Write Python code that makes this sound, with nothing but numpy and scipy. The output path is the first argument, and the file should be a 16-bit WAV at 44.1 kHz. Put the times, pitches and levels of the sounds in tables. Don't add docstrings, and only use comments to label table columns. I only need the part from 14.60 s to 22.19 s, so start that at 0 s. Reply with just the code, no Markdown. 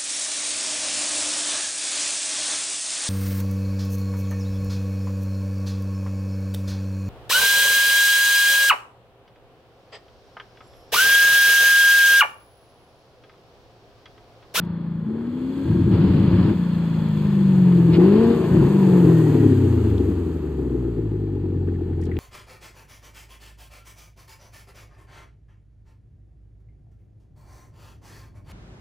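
import sys
import numpy as np
from scipy import signal
from scipy.fft import rfft, irfft
from scipy.io import wavfile
from scipy.ndimage import uniform_filter1d, minimum_filter1d, map_coordinates

SR = 44100
rng = np.random.default_rng(int(sys.argv[2]) if len(sys.argv) > 2 else 0)


def unload_audio(sound):
    columns = np.transpose(np.atleast_2d(sound))
    steps = np.round(np.clip(columns, -1, 1) * 32767)
    wavfile.write(sys.argv[1], SR, steps.astype(np.int16))


N = 334719
TIME, FREQS = np.arange(N) / SR, np.fft.rfftfreq(N, 1 / SR)


def gain_of(db):
    return 10 ** (np.asarray(db) / 20)


def unit_rms(x):
    return x / np.sqrt(np.mean(x ** 2) + 1e-20)


def curves(rows, at=TIME):
    axis, *columns = np.transpose(rows)
    return [np.interp(at, axis, column) for column in columns]


def spectrum_at(points, hz):
    freqs, values = np.transpose(points)
    return np.interp(np.log(hz + 1), np.log(freqs + 1), values)


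def coloured(x, spectrum):
    log_gain = np.log(gain_of(spectrum_at(spectrum, abs(np.fft.fftfreq(8192, 1 / SR)))))
    ring = np.fft.ifft(np.exp(np.conj(signal.hilbert(log_gain)))).real[:4096]
    return signal.fftconvolve(x, ring)[:N]


def resonant(x, hz, width_hz):
    band = signal.iirpeak(hz, hz / width_hz, fs=SR)
    return unit_rms(signal.lfilter(*band, signal.lfilter(*band, x)))


def decaying(x, decay_s):
    return signal.lfilter([1], [1, -np.exp(-1 / (decay_s * SR))], x)


def wander(hz):
    return unit_rms(irfft(rfft(rng.standard_normal(N)) / (1 + (FREQS / hz) ** 4), N))


def steadied(x, band_hz, window):
    band = signal.sosfilt(signal.butter(4, band_hz, "band", fs=SR, output="sos"), x)
    power = uniform_filter1d(uniform_filter1d(band ** 2, window), window)
    return x / np.sqrt(abs(power) + 1e-14)


def spell(start, length, rise_s, fall_s):
    return np.clip(np.minimum((TIME - start) / rise_s, 1 + (start + length - TIME) / fall_s), 0, 1)


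# (time [s], share heard from behind [0-1])
REAR_VIEW = [(0, 0.065), (2.2, 0.08), (2.8, 0.3), (3.25, 0.62), (3.45, 0.87), (5, 0.86)]
def rear_view():
    return curves(REAR_VIEW)[0]


# (time [s], level against the closest point [dB])
NEARNESS = [(0, -8.5), (0.7, -7), (1, -3.5), (2, -2), (3.3, 0), (5, -1), (5.8, -2.5), (7.59, -6.5)]
def nearness_db():
    return curves(NEARNESS)[0]


# (time [s], left lead at a spread of 1 [samples])
BEARING = [(0, 3), (1, 3), (4.1, 3), (4.7, -2.5), (6.8, -3), (7.59, -1.5)]
def stereo_noise(spectrum, envelope, likeness, spread):
    shared, left, right = (unit_rms(coloured(envelope * rng.standard_normal(N), spectrum))
                           for _ in range(3))
    lag = spread * curves(BEARING)[0]
    delayed = map_coordinates(shared, [np.arange(N) - lag], order=3, mode="nearest")
    pair = np.sqrt(likeness) * np.array([shared, delayed])
    pair += np.sqrt(1 - likeness) * np.array([left, right])
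    return pair / np.std(pair.mean(0))


def tree_echo(x, t60=0.12, delay_s=.05, taps_per_s=900):
    t = np.arange(SR) / SR
    taps = rng.standard_normal(SR) * (rng.random(SR) < taps_per_s / SR)
    taps *= gain_of(-60 * t / t60) * (t > delay_s)
    return signal.fftconvolve(x, taps / np.linalg.norm(taps))[:N]


# (time [s], level [dB])
GRAVEL = [(6.3, -73), (6.85, -72), (7.1, -68), (7.3, -67.5), (7.59, -59)]
def gravel(per_s=90, crunch_s=0.0028):
    hits = (rng.random(N) < per_s / SR) * rng.uniform(.2, 1, N)
    bursts = decaying(hits, crunch_s) * rng.standard_normal(N)
    return gain_of(curves(GRAVEL)[0]) * resonant(bursts, hz=1750, width_hz=900)


# (time [s], relative level [dB], ring [Hz], width [Hz], t60 [s])
STONES = [(5.379, -29, 3527, 1401, .025), (7.085, -37, 1600, 520, 0.05), (7.334, -41, 1700, 750, 0.022),
          (7.412, -45, 6487, 6004, 0.063), (7.423, -40, 2004, 1000, 0.075), (7.435, -43, 5500, 6000, 0.05),
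          (7.452, -42, 4500, 5003, .05), (7.466, -35, 3203, 1988, .015), (7.514, -27, 1970, 380.8, 0.0424),
          (7.567, -20, 2500, 1050, 0.014)]
def stones(snap_db=-27, rise_s=0.0019, stereo_width=0.73):
    out, t = np.zeros((2, N)), np.arange(SR // 4) / SR
    for start, db, hz, width, t60 in STONES:
        mid, side = rng.standard_normal((2, len(t)))
        noise = mid + stereo_width * np.array([side, -side])
        envelope = .5 * gain_of(db - 60 * t / t60) * (1 - np.exp(-t / rise_s))
        tick = envelope * (resonant(noise, hz, width) + gain_of(snap_db) * noise)
        slot = out[:, round(start * SR):][:, :len(t)]
        slot += tick[:, :slot.shape[1]]
    return out


# (time [s], pitch [Hz], level [dB])
BELT = [(.75, 1600, -76), (1.0, 1598, -57.5), (2.4, 1762, -62.5), (2.9, 1789, -59), (4.3, 1785, -65),
        (4.6, 1869, -47), (4.75, 1944, -52), (4.9, 1875, -52), (5.1, 1757, -71)]
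def belt_whine(fuzz_hz=50):
    hz, db = curves(BELT)
    phase = 2 * np.pi * np.cumsum(hz) / SR
    return gain_of(db) * (wander(fuzz_hz) * np.cos(phase) + wander(fuzz_hz) * np.sin(phase))


# (centre [Hz], width [Hz], level against the capped whirr [dB])
GRILLE = [(3370, 320, -3.5), (4250, 200, -10.5)]
def grille_hiss(cap_db=-52):
    level = gain_of(np.minimum(curves(RUSH)[1], cap_db)) * (1 - rear_view())
    air = rfft(rng.standard_normal(N) + .5 * rng.standard_normal((2, N)))
    return level * sum(gain_of(db) * unit_rms(irfft(air / (1 + (2 * (FREQS - hz) / width) ** 2), N))
                       for hz, width, db in GRILLE)


# (time [s], delay behind the direct sound [s])
BOUNCE = [(3.4, 0.001125), (4.5, 0.0011), (5, 0.0013), (5.6, 0.001613), (6.5, 0.0015)]
def road_bounce(pair, strength=0.14):
    share = strength * rear_view()
    mirrored = np.array([np.interp(TIME - curves(BOUNCE)[0], TIME, side) for side in pair])
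    return (pair + share * mirrored) / np.sqrt(1 + share ** 2)


# (time [s], roar [dB], whirr [dB], sizzle [dB])
RUSH = [(0, -47, -62.5, -86), (0.4, -49, -66.5, -80), (1.0, -45.5, -56, -65), (2.2, -41.5, -53, -64),
        (3.1, -39.5, -51, -61), (3.6, -35, -49, -58), (4.6, -36, -49, -54.5), (5.3, -41, -53, -60.5),
        (5.9, -44, -60, -67.5), (6.8, -52, -64, -76), (7.59, -50.5, -63.5, -73.5)]
def rush_gains(rasp_treble_db=-11.5):
    roar, whirr, sizzle = gain_of(curves(RUSH))
    rasp = burn_gains()[2]
    return np.hypot(roar, rasp), np.hypot(whirr, gain_of(rasp_treble_db) * rasp), sizzle


# (frequency [Hz], relative level [dB])
ROAR = [(60, -7), (300, -1), (550, 4), (700, -6.5), (920, 1), (1200, -4), (1800, -9), (2200, -18),
        (3200, -36), (6000, -68)]
WHIRR = [(1400, -15), (2200, 3), (2700, 3.5), (3050, 2.5), (3400, 1), (3800, -3), (4250, 0), (5000, -6),
         (5600, -33.5), (8000, -44.5)]
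SIZZLE = [(4000, -25), (5600, -11.5), (6500, 4.5), (7700, 3.5), (9200, 0.5), (10300, -24.5), (11500, 1),
          (13000, -2), (14300, 1), (15500, -22.5)]
def rush(clicks, puff_s=.007, grit_db=1.5, trim_db=-1):
    roar, whirr, sizzle = rush_gains()
    puffs = unit_rms(decaying(clicks, puff_s))
    grit = gain_of(grit_db * np.repeat(rng.exponential(1, N), 16)[:N])
    roar *= gain_of(trim_db + .6 * wander(6))
    out = roar * stereo_noise(ROAR, 0.61 + 0.46 * puffs, likeness=0.92, spread=1)
    whirr *= gain_of(trim_db + .5 * wander(29))
    out += whirr * stereo_noise(WHIRR, (1 + 0.38 * puffs) * np.sqrt(grit), likeness=0.28, spread=0.73)
    sizzle *= gain_of(.5 * wander(15))
    return out + sizzle * stereo_noise(SIZZLE, grit, likeness=0.29, spread=0.32)


def intake_gasp(at_s=3.348, width_s=0.021, level_db=-38):
    swell = gain_of(level_db) * np.exp(-((TIME - at_s) / width_s) ** 2)
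    return swell * stereo_noise(WHIRR, 1, likeness=1, spread=0.98)


# (time [s], firing rate [Hz])
FIRING_RATE = [(0, 230.5), (0.2, 224.5), (0.48, 216.7), (0.97, 273.6), (1.5, 252.5), (2.0, 235.7),
               (2.6, 206.2), (3.3, 167), (3.38, 167.4), (3.61, 227.5), (3.76, 233.1), (4.0, 207),
               (4.25, 190.2), (4.55, 162.9), (5.0, 128.8), (5.4, 97.53), (6.0, 66.07), (6.5, 52.2),
               (7.0, 45.05), (7.59, 41.61)]
def crank(waver=.002):
    hz = curves(FIRING_RATE)[0] * (1 + waver * wander(21))
    return hz, np.cumsum(hz) / SR


CYLINDERS = [(1.6, 0, 0), (0.76, .05, 1), (1.4, -.03, 1), (0.94, -0.045, 0), (1.03, 0.03, 1),
             (0.94, .05, 0), (0.54, 0.00022, 0), (1.37, -0.06, 1)]
def firings(count, uneven, jitter):
    number = np.arange(1, int(count[-1]))
    strength, late, bank = np.array(CYLINDERS)[number % len(CYLINDERS)].T
    size_draw, time_draw = rng.standard_normal((len(number), 2)).T
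    at = np.searchsorted(count, number + late + jitter * time_draw).clip(0, N - 1)
    size = strength * np.exp(uneven * size_draw - uneven ** 2 / 2)
    return np.array([np.bincount(at, size * (np.round(bank) == side), N) for side in (0, 1)])


def idle_chuff(count, level_db=-57, sharpness=1.5):
    crank_turns = count / (len(CYLINDERS) / 2)
    beat = np.exp(sharpness * np.cos(2 * np.pi * crank_turns))
    hollow = resonant(beat * rng.standard_normal(N), hz=780, width_hz=190)
    idling = np.interp(curves(FIRING_RATE)[0], [48, 62], [1, 0])
    return gain_of(level_db) * hollow * idling


# (order [per engine cycle], level against the roar [dB])
SNARL = [(20, -10.5), (22, -12.5), (24, -12), (26, -18.5), (28, -17.5), (30, -17.5), (32, -16), (34, -16),
         (38, -15), (40, -13)]
def snarl(hz, count, shake=0.5):
    cycle = 2 * np.pi * count / len(CYLINDERS)
    orders = sum(gain_of(db) * np.cos(round(k) * cycle) * (1 + shake * wander(9.8)) for k, db in SNARL)
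    revving = np.interp(hz, [110, 170], [0, 1])
    return np.sqrt(2) * rush_gains()[0] * rear_view() * revving * orders


# (start [s], length [s], rumble [dB], harder pulses [dB], rasp [dB])
BURNS = [(1.04, 0.26, -18, -34.5, -51.5), (1.297, 0.3, -16, -24.5, -38), (1.603, 0.3, -16, -27.5, -38),
         (3.305, 0.045, -19, -26.5, -35), (3.37, 0.35, -26.5, -27.5, -37.5),
         (3.897, 0.15, -14.5, -23, -42.5), (4.269, 0.068, -23.5, -19, -46),
         (4.413, 0.08, -25, -15.5, -46.5), (4.676, 0.24, -27, -23, -53), (5.02, 0.05, -26.5, -35, -50),
         (5.453, 0.037, -23, -22, -51), (6.798, 0.79, -34, -39, -63)]
def burn_gains(catch_s=0.045, die_s=0.055):
    return sum(np.outer(gain_of(dbs), spell(start, length, catch_s, die_s))
               for start, length, *dbs in BURNS)


# (frequency [Hz], relative level [dB])
RUMBLE = [(25, -41.5), (45, -14), (65, -9.5), (90, 3.5), (130, -3), (180, 5.5), (230, -6.5), (350, -6),
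          (410, -29), (700, -41.5), (2000, -81)]
def late_burns(per_s=700, smoulder_db=-33.5):
    pops = (rng.random(N) < per_s / SR) * rng.uniform(0.42, 1, N)
    thuds = steadied(coloured(pops - pops.mean(), RUMBLE), band_hz=[45, 230], window=2000)
    return np.hypot(burn_gains()[0], gain_of(smoulder_db + nearness_db())) * thuds


# (frequency [Hz], width [Hz], relative level [dB])
PIPE_MODES = [(139.5, 35, -1.5), (160.4, 26, -6), (245.8, 29, 1), (319.2, 28.4, 4.5), (362.6, 18.3, 4),
              (414.5, 22.7, -1.5), (470.6, 26, -6.5), (627, 150, -9), (815, 35, -2.5), (1040, 23, -19)]
# (frequency [Hz], relative level [dB])
PIPE_COLOUR = [(35, -22), (70, -8.5), (115, 3.5), (470, 5), (560, -18.5), (700, -18), (850, -17.5),
               (1100, -29), (2000, -30), (5000, -59)]
def tailpipe(push, tuning=1):
    t = np.arange(SR // 5) / SR
    ring = np.zeros(len(t))
    for k, (hz, width, db) in enumerate(PIPE_MODES):
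        decay = gain_of(db) * width * np.exp(-np.pi * width * t)
        ring += (-1) ** k * decay * np.cos(2 * np.pi * hz * tuning * t)
    return coloured(signal.fftconvolve(push, ring)[:N], PIPE_COLOUR)


# (time [s], peak [dB])
BANGS = [(1.268, -15.5), (1.923, -17), (3.378, -2), (3.955, -19.5), (5.399, -14.5)]
def bangs():
    push = np.zeros(N)
    for start, db in BANGS:
        push[round(start * SR)] = gain_of(db)
    ring = tailpipe(push)
    return ring * push.max() / abs(ring).max()


# (start [s], length [s], strength [dB])
BLIPS = [(0.457, 0.59, -6), (3.368, 0.34, 0.5)]
def throttled(shut_db, open_db, bark_db=5, bark_s=0.1, open_s=0.015, shut_s=0.11):
    db = shut_db
    for start, length, strength_db in BLIPS:
        opening = spell(start, length, open_s, shut_s)
        kick_db = bark_db * np.exp(-np.maximum(TIME - start - open_s, 0) / bark_s)
        db = db + opening * (open_db + strength_db + kick_db - db)
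    return db + nearness_db()


# (firing rate [Hz], firing tone [dB], octave [dB], burble [dB], pulses [dB])
COASTING = [(44, -34, -16.5, -61, -21.5), (53.5, -29.5, -21, -57, -22.5), (60.8, -24.5, -23.5, -58, -19),
            (72, -28.5, -30.5, -42, -24), (98, -21.5, -31, -23, -19.5), (140, -19.5, -17.5, -17.5, -20),
            (143.6, -20.5, -28.5, -21.5, -19.5), (164.17, -14, -17, -23, -21),
            (189.8, -14, -27.5, -24.5, -20.5), (207, -23, -30.5, -24, -21.5), (225, -32, -31, -22.5, -21)]
def exhaust_gains(hz, misfire_db=-8, full_burn_db=-17):
    tone_db, octave_db, burble_db, pulse_db = curves(COASTING, at=hz)
    rumble, harder, _ = burn_gains()
    lost_db = misfire_db * np.minimum(rumble / gain_of(full_burn_db), 1) ** 2
    front = 1 - rear_view()
    tone = gain_of(throttled(tone_db, open_db=-16.5) + lost_db)
    octave = gain_of(throttled(octave_db, open_db=-19, bark_db=8.5) - 26 * front + lost_db)
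    burble = gain_of(throttled(burble_db, open_db=-32.5, bark_db=0) + 3 * front + lost_db)
    pulses = gain_of(throttled(pulse_db - 17.5 * front, open_db=-22))
    return tone, octave, burble, np.hypot(pulses, harder)


# (frequency [Hz], level against behind [dB])
BODY_SHADOW = [(200, 0.5), (350, -7.5), (420, -14), (500, -8), (620, -17.5), (900, -7.5)]
def exhaust_pulses(banks, hz, count, turbulence=0.57, gush_s=0.0097, flicker_db=0.9):
    lowest = .5 * hz / SR * (1 + 2 * np.cos(2 * np.pi * count) + 2 * np.cos(4 * np.pi * count))
    gush_power = (1 - np.exp(-1 / (gush_s * SR))) * decaying(banks ** 2, gush_s)
    gush = np.sqrt(gush_power) * rng.standard_normal((2, N))
    push = banks - lowest + turbulence * gush
    ring = tailpipe(push[0]) + tailpipe(push[1], tuning=1.035)
    rear = rear_view()
    heard = rear * ring + (1 - rear) * coloured(ring, BODY_SHADOW)
    level = exhaust_gains(hz)[3] * gain_of(flicker_db * wander(22))
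    return level * steadied(heard, band_hz=[120, 610], window=3600)


# (order [per engine cycle], relative level [dB])
THROB = [(2, -23), (3, -15.5), (4, -11), (5, -7.5), (7, -4), (10, -13.5), (11, -23), (12, -26.5)]
def throb(hz, cycle, level_db=-4, db_per_hz=0.1, full_hz=225):
    orders = sum(gain_of(db) * np.cos(round(k) * cycle + .3 * (k - 6) ** 2) * (1 + .25 * wander(6))
                 for k, db in THROB)
    return orders * gain_of(level_db + db_per_hz * np.minimum(hz - full_hz, 0))


# (order [per engine cycle], level in tune against the burble [dB])
GURGLE = [(12, -22.5), (13, -18), (14, -9), (15, -3.5), (17, -9.5), (18, -6)]
def gurgle(hz, cycle, centre_hz=300, width_hz=75):
    out = np.zeros(N)
    for k, db in GURGLE:
        in_tune = np.exp(-((k * hz / len(CYLINDERS) - centre_hz) / width_hz) ** 2)
        out += gain_of(db) * in_tune * np.sin(round(k) * cycle) * (1 + 0.84 * wander(20))
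    return rear_view() * out


def exhaust_boom(hz, count, flutter=0.043, third_db=-8):
    tone_gain, octave_gain, burble_gain, _ = exhaust_gains(hz)
    phase = 2 * np.pi * count
    cycle = phase / len(CYLINDERS)
    tones = tone_gain * np.cos(phase) * (1 + flutter * wander(33))
    third = gain_of(third_db) * np.interp(hz, [50, 75], [1, 0]) * np.sin(3 * phase)
    tones += octave_gain * (np.cos(2 * phase) + third) * (1 + flutter * wander(25))
    burble = np.cos(6 * cycle) + throb(hz, cycle) + gurgle(hz, cycle)
    return np.sqrt(2) * (tones + burble_gain * burble)


# (frequency [Hz], lead of the left port [rad])
PORT_PHASE = [(0, 0), (100, 0), (300, -.19), (480, -.5), (600, -1.1), (850, -.25), (1500, 0)]
def at_ports(exhaust):
    lead = np.outer([.5, -.5], spectrum_at(PORT_PHASE, FREQS))
    return irfft(rfft(exhaust) * np.exp(1j * lead), N)


def scene():
    hz, count = crank()
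    banks = firings(count, uneven=0.24, jitter=0.011)
    exhaust = exhaust_boom(hz, count) + exhaust_pulses(banks, hz, count) + late_burns() + bangs()
    exhaust = exhaust + gain_of(-19) * tree_echo(exhaust) + idle_chuff(count) + snarl(hz, count)
    car = at_ports(exhaust) + road_bounce(rush(banks.sum(0)))
    return car + intake_gasp() + grille_hiss() + belt_whine() + gravel() + stones()


def limited(x, ceiling=0.87, window=440):
    gain = np.minimum(1, ceiling / (abs(x).max(0) + 1e-9))
    return x * uniform_filter1d(minimum_filter1d(gain, window), window)


# (frequency [Hz], left minus right [dB])
PORT_BALANCE = [(60, -0.5), (110, 1), (200, 1.5), (380, 5), (700, 3.5), (1290, -1.5), (2380, 3), (4400, -4),
                (8120, 0.5), (15000, -1)]
def record(dry, cutoff_hz=15200):
    balance = gain_of(np.outer([.5, -.5], spectrum_at(PORT_BALANCE, FREQS)))
    heard = limited(irfft(rfft(dry) * balance / balance.mean(0), N))
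    low_pass = signal.firwin(511, cutoff_hz, window=("kaiser", 9), fs=SR)
    return signal.oaconvolve(heard, low_pass[None], "same")


dry = scene()
out = record(dry)
unload_audio(out)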